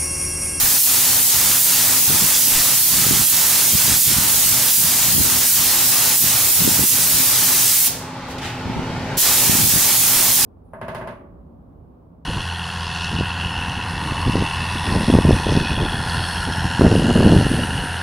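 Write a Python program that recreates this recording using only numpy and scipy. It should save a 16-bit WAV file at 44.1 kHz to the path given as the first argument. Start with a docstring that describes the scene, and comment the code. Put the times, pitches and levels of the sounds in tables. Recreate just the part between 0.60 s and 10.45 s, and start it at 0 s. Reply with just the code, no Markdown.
"""A compressed-air gun sprays the side of a car in quick strokes, over a garage's humming extractor fan.
The nozzle hisses, hollowed by its echo off the panel; air roars on the metal and deflected gusts buffet
the microphone. At each turn of the wrist the hiss flares and the gain control ducks the roar and hum.
At 7.3 s the gun pauses: shoes scuff the floor and the gain creeps back up.
At 8.6 s the gun restarts with a spurt and the strokes resume."""
import sys
import numpy as np
from scipy import signal
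from scipy.fft import rfft, irfft, next_fast_len
from scipy.io import wavfile
from scipy.ndimage import uniform_filter1d

SR = 44100
rng = np.random.default_rng(int(sys.argv[2]) if len(sys.argv) > 2 else 0)


def inscribe(sig):
    """Save sig as 16-bit PCM at rate SR to the path in sys.argv[1].

    A 1-D sig is mono; a 2-D sig holds one channel per row.
    Samples are clipped to [-1, 1] before scaling.
    """
    pcm = np.round(np.clip(np.atleast_2d(sig).T, -1, 1) * 32767)
    wavfile.write(sys.argv[1], SR, pcm.astype(np.int16))


N = 434376
TIME = np.arange(N) / SR

# the gun's air valve: (time [s], opening [0-1])
TRIGGER = [(0, 0.93), (7.262, 0.48), (7.288, 0), (8.569, 0), (8.61, 0.97), (9.85, 0.72)]
# turns of the wrist: (time [s], hiss flare [dB], roar drop [dB], half length [s],
# share of direct sound [0-1], right channel's lag [microseconds])
TURNS = [(0.227, 7, 4, 0.043, 1, 5), (0.667, 2, 10, 0.048, 0.25, 20), (1.025, 5.5, 4.5, 0.042, 1, -2),
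         (1.433, 1.5, 8, 0.047, .2, 25), (1.833, 4, 5.5, 0.055, 0.7, -16), (2.25, 4, 4.5, 0.086, 0.1, 7),
         (2.685, 9, 2, 0.036, 0.84, -20), (3.13, 1.5, 8.5, 0.07, 0.4, -4), (3.435, 7.5, 8, 0.064, 1, -13),
         (3.818, 5, 0.5, 0.11, 0.04, 12), (4.165, 9.5, 2, 0.066, 0.76, -8),
         (4.576, 3.5, 7.5, 0.06, 0.1, 31), (4.912, 5.5, 6, 0.047, 0.65, -4), (5.283, 2, 6, 0.04, .03, 23),
         (5.601, 11, 2.5, 0.039, 0.6, -5), (5.94, 4, 5, 0.051, 0.04, 16), (6.289, 10, 3, 0.036, 0.6, -17),
         (6.63, 1.5, 2, 0.12, 0.2, 25), (7.232, 7.5, -7, 0.13, 0.5, -2), (9.078, 2, 8, 0.052, 0.3, 6),
         (9.415, 3, 7, 0.049, 0.47, -11), (9.75, 4, 4, 0.044, 0.43, -1)]
# spectrum of the nozzle's turbulent jet: (frequency [Hz], spectral density [dB])
HISS_SPECTRUM = [(300, -57), (1000, -22), (2000, -12.5), (3200, -6.5), (4500, -3.5), (6300, -1), (9000, 1),
                 (12000, 1.3), (16000, 1.1), (18000, -8.5)]
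# stereo balance of the hiss: (frequency [Hz], left minus right [dB])
HISS_LEFT_DB = [(1000, 1), (4000, -1), (8000, -1.8), (16000, -1.9)]
# left-right coherence of sound from the panel and from the room: (frequency [Hz], correlation [-1 to 1])
PANEL_COHERENCE = [(500, 0.94), (3000, 0.99), (6000, 1), (12000, 0.66)]
ROOM_COHERENCE = [(100, 1), (350, 0.99), (800, 0.87), (1600, 0.61), (2600, 0.82), (4300, 0.21),
                  (8000, -0.31), (15000, -0.14)]


def gain_of(db):
    """Amplitude ratio: tenfold for every 20 dB."""
    return 10 ** (np.asarray(db) / 20)


def unit_rms(x):
    """Normalisation to unit mean power."""
    return x / np.sqrt(np.mean(x ** 2) + 1e-20)


def curve(rows, column=1):
    """Linear interpolation of a table column over time."""
    table = np.transpose(rows)
    return np.interp(TIME, table[0], table[column])


def at_frequency(points, hz):
    """Interpolation on a logarithmic frequency axis."""
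    f, value = np.transpose(points)
    return np.interp(np.log(hz + 1), np.log(f + 1), value)


def smooth(x, seconds):
    """Exponential relaxation: a one-pole filter that starts settled."""
    pole = np.exp(-1 / (seconds * SR))
    return signal.lfilter([1 - pole], [1, -pole], x, zi=[pole * x[:SR // 10].mean()])[0]


def drift(rate_hz):
    """Random fluctuation: low-passed noise of unit power."""
    size = next_fast_len(N)
    hz = np.fft.rfftfreq(size, 1 / SR)
    spectrum = rfft(rng.standard_normal(size)) * np.exp(-(hz / rate_hz) ** 2)
    return unit_rms(irfft(spectrum, size)[:N])


def noise(spectrum, coherence, patchy_db=0, tilt=0, left_db=None, lag_s=0, size=1024):
    """Partly coherent stereo noise of unit power; tilt [dB/octave] and right-channel lag may vary."""
    hop, hz = size // 4, np.fft.rfftfreq(size, 1 / SR)
    frames = np.minimum(np.arange(N // hop + 5) * hop, N - 1)
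    tilt, lag_s = (np.broadcast_to(control, N)[frames, None] for control in (tilt, lag_s))
    a, b, c, d, patches = rng.standard_normal((5, len(frames), len(hz)))
    patches = unit_rms(uniform_filter1d(uniform_filter1d(patches, size=12, axis=0), size=5, axis=1))
    same = np.clip(at_frequency(coherence, hz), -1, 1)
    left, independent = a + 1j * b, c + 1j * d
    right = (same * left + np.sqrt(1 - same ** 2) * independent) * np.exp(-2j * np.pi * hz * lag_s)
    if left_db:
        left = left * gain_of(at_frequency(left_db, hz))
    colour = gain_of(at_frequency(spectrum, hz) + tilt * np.log2(hz + 20))
    colour /= np.linalg.norm(colour, axis=1, keepdims=True)
    spectra = np.array([left, right]) * colour * gain_of(patchy_db * patches)
    return unit_rms(signal.istft(spectra.swapaxes(1, 2), nperseg=size, noverlap=size - hop)[1][:, :N])


def extractor(rush_db=-25.5, hum_db=-1.2, waver=0.61, flutter_db=1.5, roughness_per_khz=1.1):
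    """Fan noise: a broadband rush plus tones, which turbulence roughens by phase modulation."""
    # rushing air: (frequency [Hz], spectral density [dB])
    spectrum = [(20, -8), (60, -4), (125, 4.5), (220, -3), (420, -5.5), (700, -8.5), (840, -1.5),
                (1020, -7.5), (2500, -14), (5000, -21.5), (8000, -31), (15000, -46)]
    # motor and blade tones: (frequency [Hz], relative level [dB])
    hum = [(119.8, -36.5), (166.9, -39), (258.2, -33), (359.5, -45), (548, -44), (641, -44), (841.4, -43.5),
           (877.4, -44)]
    # the fan as the microphone moves about: (time [s], rush gain [dB], tone gain [dB])
    nearness = [(0, -1.5, 1), (6.5, 0.5, 1), (7.45, -0.1, -0.5), (7.9, -0.5, -2.5), (8.5, 1, 3.5),
                (9.1, -1, 0), (9.85, 0, 3)]
    rush = gain_of(rush_db) * noise(spectrum, ROOM_COHERENCE, patchy_db=2.0, lag_s=2e-5, size=2048)
    shaft_time = TIME + waver * drift(2.8) / (2 * np.pi * hum[2][0])  # all tones waver together
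    tones = 0
    for hz, db in hum:
        phase = 2 * np.pi * (hz * shaft_time + rng.random())
        tones += gain_of(db) * np.sin(phase + roughness_per_khz * hz / 1000 * drift(33))
    tone_gain = np.sqrt(2) * gain_of(curve(nearness, 2) + hum_db + flutter_db * drift(5.4))
    return gain_of(curve(nearness)) * rush + tone_gain * tones


def shoes(gritty_db=1.0):
    """Friction noise: soles make short gritty slides on concrete."""
    # slides: (time [s], peak level [dB], rise [s], decay [s], tilt [dB/octave])
    scuffs = [(7.692, -38, 0.0094, .03, 5), (7.714, -33, .01, 0.035, 1.5), (7.785, -28, .003, 0.014, 0.3),
              (7.82, -33, .004, .025, -1.5), (7.86, -24.5, 0.031, 0.076, -1.6)]
    # a rubbing sole: (frequency [Hz], spectral density [dB])
    spectrum = [(300, -11), (1200, -3), (2500, 0.5), (4500, -5), (8000, -11), (15000, -22)]
    s, db, rise, decay, tilt = np.transpose(scuffs)[:, :, None]
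    age = TIME - s
    slides = gain_of(db) * np.exp(-(np.minimum(age, 0) / rise) ** 2 - np.maximum(age, 0) / decay)
    grit = noise(spectrum, ROOM_COHERENCE, tilt=np.interp(TIME, s[:, 0], tilt[:, 0]))
    return slides.sum(0) * grit * gain_of(gritty_db * drift(400))


def turning():
    """Jet directivity: at each turn the hiss flares and the air only grazes the panel; both in dB."""
    s, flare_db, drop_db, half, _, _ = np.transpose(TURNS)
    away = np.minimum(abs((TIME - s[:, None]) / half[:, None]), 5)
    squareness = 3.1  # 2 is a bell; higher is a quicker flick
    return flare_db @ np.exp(-away ** squareness), drop_db @ np.exp(-away ** 2)


def buffeting(draught_db=-33, calming=0.11, rise_s=0.019, fall_s=0.018,
              lumpy_db=3.5, brightening=0.27, usual_db=-28, low_cut_hz=48):
    """Pseudo-sound: a draught, gusts and single eddies press directly on the microphone."""
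    # gusts off the panel or, in the pause, from moving about: (start [s], length [s], level [dB])
    gusts = [(0.727, 0.17, -30), (1.498, 0.046, -19.5), (1.597, 0.046, -17), (1.846, 0.061, -21),
             (2.34, 0.16, -21), (2.53, .085, -20), (3.143, 0.013, -20.5), (3.256, 0.094, -17.5),
             (3.479, 0.041, -13), (3.583, 0.065, -23), (3.735, 0.054, -23), (3.85, 0.083, -24),
             (4.189, 0.065, -18), (4.334, 0.44, -26.5), (4.538, 0.092, -15.5), (4.97, 0.13, -30),
             (5.298, 0.05, -30), (5.617, 0.018, -15), (6.012, 0.076, -16.5), (6.2, 0.023, -16),
             (6.543, 0.056, -26.5), (8.06, 0.053, -24), (8.17, 0.037, -26), (8.29, 0.23, -34),
             (8.886, 0.036, -28), (8.957, 0.21, -20)]
    # thumping eddies: (time [s], level [dB], frequency [Hz], travel from left port to right [ms])
    eddies = [(1.526, -5, 160, -0.7), (2.467, -3, 270, 0.3), (2.511, 5, 220, -0.86), (2.531, -5, 100, 0.15),
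              (2.596, -13, 150, -0.7), (3.152, -0.5, 160, -0.81), (3.299, -5, 180, -0.8),
              (3.586, 0.5, 131, 0.5), (4.566, -2, 190, -1.1), (4.581, -4, 170, 0.5), (4.613, 1, 180, 0.8),
              (5.643, -2.5, 180, 0.6), (6.019, -7, 190, -0.4), (6.049, -7, 180, -0.6),
              (6.078, 7, 270, -0.73), (6.091, -3, 235, -0.7), (6.194, 1, 240, 0.66), (6.238, -4, 210, 0.46),
              (8.058, -8, 100, 0.3), (8.1, -9, 150, 0.5), (8.167, -9, 180, 0.67), (8.195, -8, 200, 0.81),
              (8.306, -13, 190, -0.4), (8.372, -15, 125, -0.18), (8.897, 2, 190, -1.05),
              (8.953, -5, 190, 0.1), (9.055, -6, 190, 0.81), (9.139, -1, 170, -0.83), (9.177, -8, 130, 0.1)]
    # wind pressure: (frequency [Hz], spectral density [dB])
    spectrum = [(15, -25), (40, -14), (90, 1.5), (160, -1.5), (250, -7), (400, -20), (700, -36),
                (1500, -45), (5000, -75)]
    # its left-right coherence: (frequency [Hz], correlation [-1 to 1])
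    coherence = [(30, 0.71), (70, 0.99), (150, 0.7), (300, 0.34), (500, .1)]
    flare_db, _ = turning()
    force = gain_of(draught_db - calming * flare_db) * np.clip(curve(TRIGGER), 0, 1)
    for start, length, db in gusts:
        early, late = np.maximum(start - TIME, 0), np.maximum(TIME - start - length, 0)
        force += gain_of(db) * np.exp(-(early / rise_s) ** 2 - late / fall_s)
    excess_db = 20 * np.log10(np.maximum(force, gain_of(draught_db))) - usual_db
    wind = force * noise(spectrum, coherence, tilt=brightening * excess_db)  # stronger is brighter
    wind *= unit_rms(gain_of(lumpy_db * drift(56)))
    for s, db, hz, travel_ms in eddies:
        near = abs(TIME - s) < 2 / hz
        port_lead_s = np.array([[.5], [-.5]]) * travel_ms / 1000
        phase = 2 * np.pi * hz * (TIME[near] - s + port_lead_s)
        wind[:, near] -= gain_of(db) * phase * np.exp(-phase ** 2 / 2)  # a push, then a pull
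    return signal.sosfilt(signal.butter(2, low_cut_hz, "high", fs=SR, output="sos"), wind)


def edge_swishes():
    """Edge noise: the moving jet swishes each time it crosses an edge of the bodywork."""
    # crossings: (time [s], peak level [dB], half length [s], tilt [dB/octave])
    swishes = [(0.044, -19, 0.065, -5.5), (0.87, -16, 0.075, -2), (1.21, -13, 0.056, -2),
               (1.758, -7, 0.028, -2), (1.98, -8, .045, -4), (3.185, -16, 0.038, -3),
               (3.333, -9, 0.048, -0.5), (6.115, -19.5, 0.079, -3.5), (6.43, -13, 0.024, 2),
               (7.112, -11, 0.097, 0), (8.67, -14, 0.027, -1), (9.28, -22, .08, 9), (9.6, -19.5, .1, 9)]
    # air rushing over an edge: (frequency [Hz], spectral density [dB])
    spectrum = [(500, -23), (1500, -13), (3500, -5.5), (6000, -0.5), (9000, 2), (15000, -25)]
    s, db, half, tilt = np.transpose(swishes)[:, :, None]
    swells = gain_of(db) * np.exp(-((TIME - s) / half) ** 2)
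    rush = noise(spectrum, PANEL_COHERENCE, patchy_db=4.0, tilt=np.interp(TIME, s[:, 0], tilt[:, 0]))
    return swells.sum(0) * rush


def panel_roar():
    """Impingement noise: the fan of air roars where it strikes the metal."""
    # air striking the panel: (time [s], level [dB], tilt [dB/octave])
    impact = [(0, -16.5, -0.5), (1.4, -15, -1), (2.0, -12.5, 0), (2.5, -10, 1.3), (3.3, -12.5, -1),
              (4.4, -13.5, 0), (5.4, -11.5, 0), (6.4, -14.5, -0.1), (6.9, -10.5, 1), (7.25, -14, 1.8),
              (8.6, -16.5, -2), (8.66, -10, -2.5), (8.8, -23, -1.7), (9.2, -18.5, -2.5), (9.6, -16.5, -2.5),
              (9.85, -17, -1.5)]
    # the roar: (frequency [Hz], spectral density [dB])
    spectrum = [(40, -13.5), (130, -14), (300, -6), (450, -7.5), (900, 1), (1500, 0.5), (2700, 0.5),
                (4000, 1), (7000, 2), (15000, -24)]
    _, drop_db = turning()
    force = np.clip(curve(TRIGGER), 0, 1) * gain_of(curve(impact) - drop_db)
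    return force * noise(spectrum, PANEL_COHERENCE, patchy_db=1.5, tilt=curve(impact, 2))


def garage(jet, body_t60=0.56, treble_t60=0.28, split_hz=8000):
    """Reverberation: diffuse hiss decays exponentially, and air absorption takes its treble sooner."""
    field = noise(HISS_SPECTRUM, ROOM_COHERENCE, tilt=-0.32, left_db=HISS_LEFT_DB)
    body = signal.sosfiltfilt(signal.butter(2, split_hz, fs=SR, output="sos"), field)
    bands = [(body, body_t60), (field - body, treble_t60)]
    return sum(band * np.sqrt(smooth(jet ** 2, t60 / np.log(10 ** 6))) for band, t60 in bands)


def panel_echo(hiss, gap_m=0.1714, sway_m=0.0352, sway_hz=2.34, strength=0.21, top_hz=6000):
    """Comb filtering: the panel's reflection, across a swaying gap, hollows the hiss it is added to."""
    sound_m_per_s = 343
    delay_s = 2 * (gap_m + sway_m * drift(sway_hz)) / sound_m_per_s
    dulled = signal.sosfilt(signal.butter(2, top_hz, fs=SR, output="sos"), hiss)
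    return strength * np.array([np.interp(TIME - delay_s, TIME, side) for side in dulled])


def swing(start_share=0.3, start_lag_us=12):
    """Shadowing and path difference: direct share and lag as the gun moves behind the painter and out."""
    s, _, _, _, share, lag_us = np.transpose([(0, 0, 0, 0, start_share, start_lag_us)] + TURNS)
    return np.clip(np.interp(TIME, s, share), 0, 1), np.interp(TIME, s, lag_us)


def spray_gun(hiss_db=1.86, room_db=-8.5, sputter_db=0.48, wander_db=0.5, sharpening=0.23,
              pan_db_per_us=0.0646, pull_s=8.605, spurt_db=10.5, spurt_s=0.065):
    """Turbulent jet noise: the nozzle's hiss arrives directly and by reflection round the garage."""
    # hiss in mid-stroke: (time [s], relative level [dB], tilt [dB/octave])
    spray = [(0, -6, 1), (0.55, -6.5, 0.5), (1.5, -5.5, 0.5), (1.9, -4, .6), (2.5, -5, 1.3),
             (2.9, -3.5, 0.8), (3.2, -4.5, -0.6), (3.6, -5.5, -0.6), (4.5, -4.5, .1), (5.5, -4.5, 0.5),
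             (6.6, -4, 0.2), (7.25, -3, 0.5), (8.6, -9, -1), (8.9, -12, -.6), (9.1, -8, -0.8),
             (9.85, -6.5, -1)]
    # left-right coherence of direct and bounced hiss: (frequency [Hz], correlation [-1 to 1])
    direct_coherence = [(100, .99), (16000, 0.83)]
    bounced_coherence = [(1000, 0.64), (3000, 0.9), (4500, 0.059), (6500, 0.12), (8500, 0.0059),
                         (16000, 0.16)]
    valve = np.clip(curve(TRIGGER), 0, 1)
    flare_db, _ = turning()
    share, lag_us = swing()
    sputter = gain_of(sputter_db * drift(75))  # paint tears unevenly into droplets
    surge_db = spurt_db * np.exp(-abs(TIME - pull_s) / spurt_s)  # the hose releases stored pressure
    jet = valve * sputter * gain_of(curve(spray) + flare_db + surge_db + hiss_db)
    # the highest hiss is beamed most, and the aim wanders
    beam_tilt = curve(spray, 2) + sharpening * flare_db + wander_db * drift(21)
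    direct = noise(HISS_SPECTRUM, direct_coherence, patchy_db=1.5, tilt=beam_tilt,
                   left_db=HISS_LEFT_DB, lag_s=lag_us / 10 ** 6)
    direct *= gain_of(pan_db_per_us * np.array([lag_us, -lag_us]))  # the nearer port is louder
    bounced = noise(HISS_SPECTRUM, bounced_coherence, patchy_db=2.5, tilt=beam_tilt - 0.2,
                    left_db=HISS_LEFT_DB)
    hiss = jet * (np.sqrt(share) * direct + np.sqrt(1 - share) * bounced)
    return hiss + panel_echo(hiss) + gain_of(room_db) * garage(jet)


def scene():
    """Superposition: the pressures of all sources add at the two microphone ports."""
    return spray_gun() + panel_roar() + edge_swishes() + buffeting() + extractor() + shoes()


def record(dry, threshold_db=-13.5, quick_s=0.0074, ahead_s=0.0087, slow_s=1.0, held=0.85, top_hz=15750):
    """Automatic gain control with look-ahead, a quick stage and a slow one; then a band limit."""
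    power_db = 10 * np.log10(smooth((dry ** 2).mean(0), quick_s) + 1e-12)
    quick_db = np.maximum(np.interp(TIME + ahead_s, TIME, power_db) - threshold_db, 0)
    slow_db = held * smooth(quick_db, slow_s)
    ducked = dry / gain_of(np.maximum(quick_db, slow_db))
    low_pass = signal.firwin(1023, top_hz, window=("kaiser", 9), fs=SR)
    return signal.oaconvolve(ducked, low_pass[None], "same")


dry = scene()
out = record(dry)
inscribe(out)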